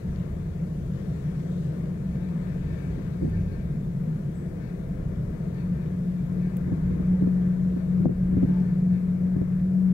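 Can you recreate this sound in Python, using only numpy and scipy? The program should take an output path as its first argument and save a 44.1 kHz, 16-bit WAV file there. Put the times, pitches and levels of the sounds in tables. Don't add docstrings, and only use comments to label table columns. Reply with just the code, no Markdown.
import sys
import numpy as np
from scipy import signal
from scipy.fft import rfft, irfft, next_fast_len
from scipy.io import wavfile
from scipy.ndimage import uniform_filter1d, map_coordinates

SR = 44100
rng = np.random.default_rng(int(sys.argv[2]) if len(sys.argv) > 2 else 0)


def attenuation_scalar(level_db):
    decades = np.asarray(level_db, float) / 20
    return 10 ** decades


def inscribe(sig):
    pcm = np.round(np.clip(np.atleast_2d(sig).T, -1, 1) * 32767)
    wavfile.write(sys.argv[1], SR, pcm.astype(np.int16))


N = 437913
T = np.arange(N) / SR


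def unit(x):
    return x / np.sqrt(np.mean(x ** 2) + 1e-20)


def along(points, hz):
    point_hz, value = np.transpose(points)
    return np.interp(np.log(hz + 1), np.log(point_hz + 1), value)


def curves(rows):
    s, *columns = np.transpose(rows)
    return [np.interp(T, s, column) for column in columns]


def wobble(knots_per_s):
    knots = rng.standard_normal(int(N * 40 / SR) + 4)
    coarse = map_coordinates(knots, [T[::64] * min(knots_per_s, 40)])
    return np.interp(T, T[::64], coarse)


def bell(t, length_s):
    return np.exp(-(2 * t / length_s) ** 2)


def filtered(x, response):
    m = next_fast_len(N + SR // 2)
    return irfft(rfft(x, m) * response(np.fft.rfftfreq(m, 1 / SR)), m)[..., :N]


def modes(table):
    def response(f):
        total = 0
        for k, (hz, width_hz, db) in enumerate(table):
            total = total + (-1) ** k * attenuation_scalar(db) * 1j * f * width_hz / (hz * hz - f * f + 1j * f * width_hz)
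        return total
    return response


def ringing(noise, hz, width_hz):
    b, a = signal.iirpeak(hz, hz / width_hz, SR)
    return unit(signal.lfilter(b, a, signal.lfilter(b, a, noise)))


def rush(spectrum, patchy_db):
    shape = (513, N // 512 + 3)
    patches = uniform_filter1d(rng.standard_normal(shape), size=12, axis=0)
    patches = uniform_filter1d(patches, size=7, axis=1)
    colour_db = along(spectrum, np.fft.rfftfreq(1024, 1 / SR))[:, None]
    z = signal.stft(rng.standard_normal(N + 1024), nperseg=1024)[2][:, :shape[1]]
    z = z * attenuation_scalar(colour_db + patchy_db * unit(patches))
    return unit(signal.istft(z, nperseg=1024)[1][:N])


def add(track, s, sound):
    part = track[round(s * SR):][:len(sound)]
    part += sound[:len(part)]


def ports(x, left_db):
    lag = 4
    late = np.pad(x, (lag, 0), "edge")[:N]
    return np.array([attenuation_scalar(left_db / 2) * late, attenuation_scalar(-left_db / 2) * x])


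def drum(table, top_hz):
    def response(f):
        return modes(table)(f) * f * f / (f * f + 17 ** 2) / (1 + (f / top_hz) ** 4)
    return unit(filtered(rng.standard_normal((2, N)), response))


def shell():
    # time in seconds, drive in dB.
    roughness = [(0, -35), (.4, -36.5), (.95, -33.5), (1.55, -35), (2.1, -31), (2.5, -35), (2.85, -34.5),
                 (3.4, -33.5), (4.2, -31), (4.5, -35.5), (4.8, -35), (5.8, -33), (6.15, -35), (7.25, -33),
                 (7.8, -34.5), (8.7, -32), (9.3, -34), (9.93, -35.5)]
    # frequency in Hz, width in Hz, level in dB.
    shell_modes = [(126, 11.5, -5), (141, 10.8, 0), (160.5, 13.6, 1), (181, 10, -2), (193, 10, -5),
                   (229.3, 14, -11), (242, 34, -22.5)]
    frame_modes = [(30.4, 11, 0), (50, 11, -1.5), (65.5, 8.6, 2.5), (98.1, 5.2, 4)]
    # centre in seconds, gain in dB, length in seconds.
    swings = [(.3, 5, 0.61), (.85, 4.5, 0.2), (1.85, 2, .3), (2.65, 3.5, 0.86), (3.443, 11, 0.43),
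              (3.753, -0.5, .2), (5.1, 7.5, 0.43), (5.795, 1, .4), (6.872, 7.5, .35), (7.298, 3.5, 0.57),
              (8.35, 7, 0.48), (9.4, 4, 0.31)]
    rest_db = -41
    boom_db, = curves(roughness)
    sway_db = rest_db + sum(db * bell(T - s, length_s) for s, db, length_s in swings)
    boom, sway = drum(shell_modes, top_hz=325), drum(frame_modes, top_hz=150)
    boom = ports(boom[0], left_db=1.0) + attenuation_scalar(-21.5) * boom[1] * [[1], [-1]]
    sway = ports(sway[0], left_db=0.0) + attenuation_scalar(-19.5) * sway[1] * [[1], [-1]]
    return attenuation_scalar(boom_db + 3.0) * boom + attenuation_scalar(sway_db + 2.0) * sway


def hum():
    # time in seconds, pitch in Hz, level in dB.
    strand_tone = [(0, 181, -41.5), (3, 181, -37), (5.2, 181, -41), (5.65, 180, -32.5), (6.1, 181, -31.5),
                   (6.57, 181.2, -26.5), (6.86, 181.2, -29.5), (7.1, 181.6, -24), (7.7, 181.9, -25.5),
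                   (8.15, 182, -25), (8.4, 182.5, -21), (9, 181.4, -24), (9.3, 182.7, -24),
                   (9.62, 182.8, -26.5), (9.83, 186.4, -21.5), (9.93, 183.5, -23)]
    # time in seconds, level change in dB.
    skips = [(5.78, -10), (5.87, -6), (6.24, -19), (6.51, -9.5), (6.8, -11), (7.76, -5), (8.08, -6),
             (8.17, -4), (8.459, -10.5), (8.67, -5), (9.01, -11.5), (9.47, -7), (9.77, 1)]
    skip_s = 0.028
    hz, db = curves(strand_tone)
    db = db + sum(change_db * bell(T - s, skip_s) for s, change_db in skips)
    phase = 2 * np.pi * np.cumsum(hz) / SR + 0.29 * wobble(7)
    waver_db = 1.2 * wobble(22) + 1.3 * wobble(8)
    tone = np.sqrt(2) * attenuation_scalar(db + waver_db) * np.sin(phase)
    return ports(tone, left_db=3.0) * attenuation_scalar(0.66 * wobble(9.6) * [[1], [-1]])


def window_gap():
    # time in seconds, flow in dB.
    draught = [(0, -59.5), (.92, -61), (1.05, -59.5), (1.65, -58), (1.9, -60), (2.3, -58.5), (2.85, -58.5),
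               (3.5, -60), (3.9, -61), (4.8, -59.5), (5.6, -59.5), (6.4, -59), (7.3, -58), (7.7, -58.5),
               (8.3, -59), (8.55, -56.5), (8.9, -60), (9.93, -60)]
    # frequency in Hz, level in dB per Hz.
    roar_spectrum = [(150, -41), (230, -4.5), (383, -3.5), (500, -5.5), (590, -12.5), (655, -12.5),
                     (760, -20), (1000, -44.5), (2000, -120)]
    leak_spectrum = [(450, -41.5), (750, -2.5), (900, 2), (1290, 0.5), (1700, -1.5), (2300, -4.5),
                     (2700, -15.5), (3600, -27), (6600, -120)]
    fizz_spectrum = [(2000, -120), (2600, 2), (3800, 1), (5200, -4), (7000, -3), (10000, -11.5),
                     (14000, -17)]
    shade_spectrum = [(150, -29.5), (230, 0.5), (330, -5), (450, -14.5), (560, -25.5), (800, -28),
                      (1200, -36.5), (2200, -44.5), (3500, -57.5), (6000, -120)]
    # frequency in Hz, width in
    # Hz, level in dB.
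    pane_lines = [(654, 38, 0), (940, 14, -3), (1580, 47, -1.5), (1755, 56, 0.5), (2470, 50, 0.5),
                  (3600, 120, -0.5), (4420, 35, 0)]
    # frequency in Hz, level in dB.
    right_share = [(230, -4), (330, -7.5), (450, -15.5), (650, -23.5), (1000, -26), (2000, -24.5),
                   (4000, -20.5)]
    # frequency in Hz, phase in radians.
    right_lead = [(200, .7), (450, .85), (650, 1.4), (900, 2.1), (1150, 2.45), (16000, 2.5)]
    leak_db, = curves(draught)
    gust_db = leak_db - leak_db.mean()
    roar_db = -47 + 0.73 * gust_db + 0.6 * wobble(7.8)
    fizz_db = -64.5 + 1.6 * gust_db - 0.92 * T + 0.8 * wobble(2.5)
    air = attenuation_scalar(roar_db + 6.0) * rush(roar_spectrum, patchy_db=0.56)
    air += attenuation_scalar(leak_db + 6.0 + 0.92 * wobble(8)) * rush(leak_spectrum, patchy_db=0.7)
    air += attenuation_scalar(fizz_db + 4.5) * rush(fizz_spectrum, patchy_db=2.0)

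    def to_ports(f):
        whistling = np.sqrt(1 + sum(abs(modes([tone])(f)) ** 2 for tone in pane_lines))
        across = attenuation_scalar(along(right_share, f)) * np.exp(1j * along(right_lead, f))
        return whistling * np.array([1 + 0 * f, across])

    left, right = filtered(air + wheels(), to_ports)
    return np.array([left, right + attenuation_scalar(roar_db - 4.5) * rush(shade_spectrum, patchy_db=2.0)])


def wheels():
    # centre in seconds, length in seconds, level in dB, brightness in dB per octave.
    rubs = [(2.2, 0.26, -66.5, -5), (2.5, 0.18, -69, 2), (2.778, 0.31, -63.5, 1.5), (3.361, 0.18, -64, 0.5),
            (3.553, 0.22, -66.5, 3.5), (4.655, 0.16, -66.5, 3), (5.6, 0.14, -68.5, 7),
            (5.804, 0.13, -66, -3), (6.462, 0.15, -65, 1.5), (7.15, 0.09, -71.5, -10.5),
            (7.8, 0.11, -74, 10.5), (8.57, 0.19, -64, -11.5), (8.95, 0.13, -68, 6)]
    # frequency in Hz, width in Hz, level in dB.
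    pane_modes = [(881, 55, -2.5), (1614, 120, 0.5), (1788, 80, -.5), (2255, 120, -3.5), (2550, 27, -8),
                  (4400, 90, -16.5), (2050, 1100, 1.5), (3500, 1500, -11)]
    out, t = np.zeros(N), T[:SR * 4 // 5] - .4
    for (s, length_s, db, bright_db), noise in zip(rubs, rng.standard_normal((len(rubs), len(t)))):
        lines = 0
        for hz, width_hz, mode_db in pane_modes:
            lines = lines + attenuation_scalar(mode_db + bright_db * np.log2(hz / 1600)) * ringing(noise, hz, width_hz)
        add(out, s + t[0], attenuation_scalar(db) * bell(t, length_s) * lines)
    puff_s, puff_db, rise_s, fade_s = 4.345, -62, 0.021, 0.08
    u = t - t[0]
    puff = ringing(rng.standard_normal(len(t)), hz=7900, width_hz=700)
    add(out, puff_s - .015, attenuation_scalar(puff_db) * (1 - np.exp(-u / rise_s)) * np.exp(-u / fade_s) * puff)
    return out * attenuation_scalar(4.5)


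def jolts():
    # time in seconds, peak in dB, deep part in dB, sharp part in dB.
    blows = [(2.975, -44, 17, -18), (3.223, -23.5, 0.5, -26), (3.245, -26, 1, -25),
             (3.278, -26.5, -12, -20), (6.642, -40, -4, -8), (6.675, -33.5, 7, -19),
             (6.722, -20.5, -4, -21.5), (6.782, -29, -8, -13), (6.861, -36, 5.5, -7), (6.91, -32, 5.5, -7),
             (6.966, -32.5, -5, -16), (7.001, -25, -6.5, -19), (7.118, -32, 2.5, -17),
             (7.224, -21, -0.5, -13.5), (7.274, -22, -6.5, -11), (7.388, -33.5, 0.5, -12),
             (7.718, -40.5, 7, -15), (7.766, -25, -9.5, -25), (8.007, -25, 1, -19),
             (8.058, -13.5, 1, -14.5), (8.095, -19.5, -1, -23), (8.246, -42.5, -4, -20.5),
             (8.329, -26.5, 2.5, -23), (8.371, -23.5, 4.5, -31), (8.431, -16.5, -1, -22.5),
             (8.491, -26, 1.5, -22), (8.61, -37, -1, -16), (9.27, -38.5, 0, -11), (9.364, -25, -0.5, -20),
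             (9.417, -21.5, -2.5, -15.5)]
    out, t = np.zeros((2, N)), T[:SR // 8]

    def push(hz, t60_s):
        return np.sin(2 * np.pi * hz * t) * attenuation_scalar(-60 * t / t60_s) * (1 - np.exp(-t / 0.0016))

    loose = signal.butter(4, [55, 320], "bandpass", fs=SR, output="sos")
    shudders = signal.sosfilt(loose, rng.standard_normal((len(blows), 2, len(t))))
    shudders = shudders * np.exp(-((t - .06) / 0.021) ** 2)
    detunes = rng.standard_normal((len(blows), 4))
    for (s, db, deep_db, sharp_db), (a, b, c, d), (alike, apart) in zip(blows, detunes, shudders):
        body = attenuation_scalar(db + 7) * push(250 * (1 + 0.083 * a), 0.038)
        body = body + attenuation_scalar(db + deep_db + 3.5) * push(125 * (1 + .2 * b), 0.1)
        edge = push(480 * (1 + .06 * c), .012) + attenuation_scalar(sharp_db - 4.0) * push(800, 0.006)
        edge = edge * attenuation_scalar(db + sharp_db + 17.5 + 0.42 * (db + 21.0))
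        near = attenuation_scalar(db + 7.5) * push(300 * (1 + .15 * d), .035)
        add(out[0], s - .002, body + edge + near)
        add(out[1], s - .002, attenuation_scalar(-0.5) * (body + edge) - near)
        shudder_gain = attenuation_scalar(db + deep_db + 12.0)
        add(out[0], s - .05, shudder_gain * (alike + .5 * apart))
        add(out[1], s - .05, shudder_gain * (alike - .5 * apart))
    return filtered(out, lambda hz: 1 / (1 + 1j * hz / 1700) ** 3)


def clicks(table, cycles, spread):
    out, t = np.zeros(N), T[:SR // 40]
    for (s, db, hz), noise in zip(table, rng.standard_normal((len(table), len(t)))):
        b, a = signal.butter(2, [hz / spread, min(hz * spread, .45 * SR)], "bandpass", fs=SR)
        burst = unit(signal.lfilter(b, a, noise))
        add(out, s - .001, attenuation_scalar(db) * burst * np.exp(-t / (0.00076 + cycles / hz)))
    return out


def housing():
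    # time in seconds, peak in dB.
    ticks = [(.229, -55), (1.249, -51), (1.402, -50), (1.433, -48), (1.678, -53), (1.858, -48),
             (2.017, -54), (2.157, -47), (2.472, -48), (2.665, -51), (2.744, -46), (3.139, -52),
             (3.294, -53), (3.42, -53), (3.79, -53.5), (4.02, -55), (4.175, -55), (5.585, -50), (5.86, -49),
             (6.14, -53), (6.837, -51), (6.906, -54), (7.068, -54), (7.422, -48), (7.701, -50),
             (8.287, -55), (8.383, -50), (8.428, -51), (9.525, -52.5), (9.597, -50)]
    # time in seconds, peak in dB, pitch in Hz.
    snaps = [(.161, -47.5, 3600), (2.29, -52, 3000), (3.315, -59, 2500), (5.56, -61, 3500),
             (5.99, -57, 4610), (8.44, -50.5, 3000), (3.299, -51, 9000), (5.545, -58.5, 4000),
             (6.328, -50, 7000), (6.57, -34.5, 13000), (6.571, -46, 2200), (6.577, -48.5, 12100),
             (6.596, -61.5, 11100), (8.598, -58, 11000)]
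    tick_hz, tick_scatter = 1150, .15
    draw = rng.random((70, 3))
    faint_s = draw[:, 0] * (N / SR - .1) + .01
    faint_db = -65 - 3.5 * np.log(draw[:, 1] + .05)
    faint = np.c_[faint_s, faint_db, 800 + 900 * draw[:, 2]]
    pitched = np.c_[ticks, tick_hz * np.exp(tick_scatter * rng.standard_normal(len(ticks)))]
    right = attenuation_scalar(1.5) * clicks(pitched, cycles=3.5, spread=2.4) + clicks(faint, cycles=2.5, spread=2.2)
    right = filtered(right, lambda hz: 1 / (1 + 1j * hz / 1700))
    left = clicks(snaps, cycles=2.5, spread=1.4)
    return right * attenuation_scalar([[-9], [0]]) + left * attenuation_scalar([[0], [-22]])


def scene():
    return shell() + hum() + window_gap() + jolts() + housing()


def microphones():
    # frequency in Hz, level in dB per Hz.
    hiss_spectrum = [(300, -120), (600, 4.5), (2000, -1), (5000, -0.5), (8000, -1.5), (12000, -2),
                     (15600, -4.5), (16100, -41), (17000, -120)]
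    hiss = np.array([rush(hiss_spectrum, patchy_db=1.1), rush(hiss_spectrum, patchy_db=-0.5)])
    whine_hz, whine_db = 15622, -92
    whine = np.sqrt(2) * attenuation_scalar(whine_db) * np.sin(2 * np.pi * whine_hz * T + .9 * wobble(12))
    return attenuation_scalar(-66.5) * hiss + whine


def gain_control(wet):
    duck_s, attack_s, release_s = 8.057, 0.0052, 0.051
    u = np.maximum(T - duck_s, 0)
    duck_db = -7 * (1 - np.exp(-u / attack_s)) * np.exp(-u / release_s)
    wet = wet * attenuation_scalar(duck_db)
    return wet / (1 + (abs(wet).max(axis=0) / .36) ** 5) ** .2


def band_limit(x):
    return signal.sosfilt(signal.butter(12, 16590, fs=SR, output="sos"), x)


def record(dry):
    held = gain_control(dry + microphones())
    close = np.minimum(1, (T[-1] - T) / .005)
    top_hz = 15740
    return band_limit(filtered(held * close, lambda hz: hz < top_hz))


dry = scene()
out = record(dry)
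inscribe(out)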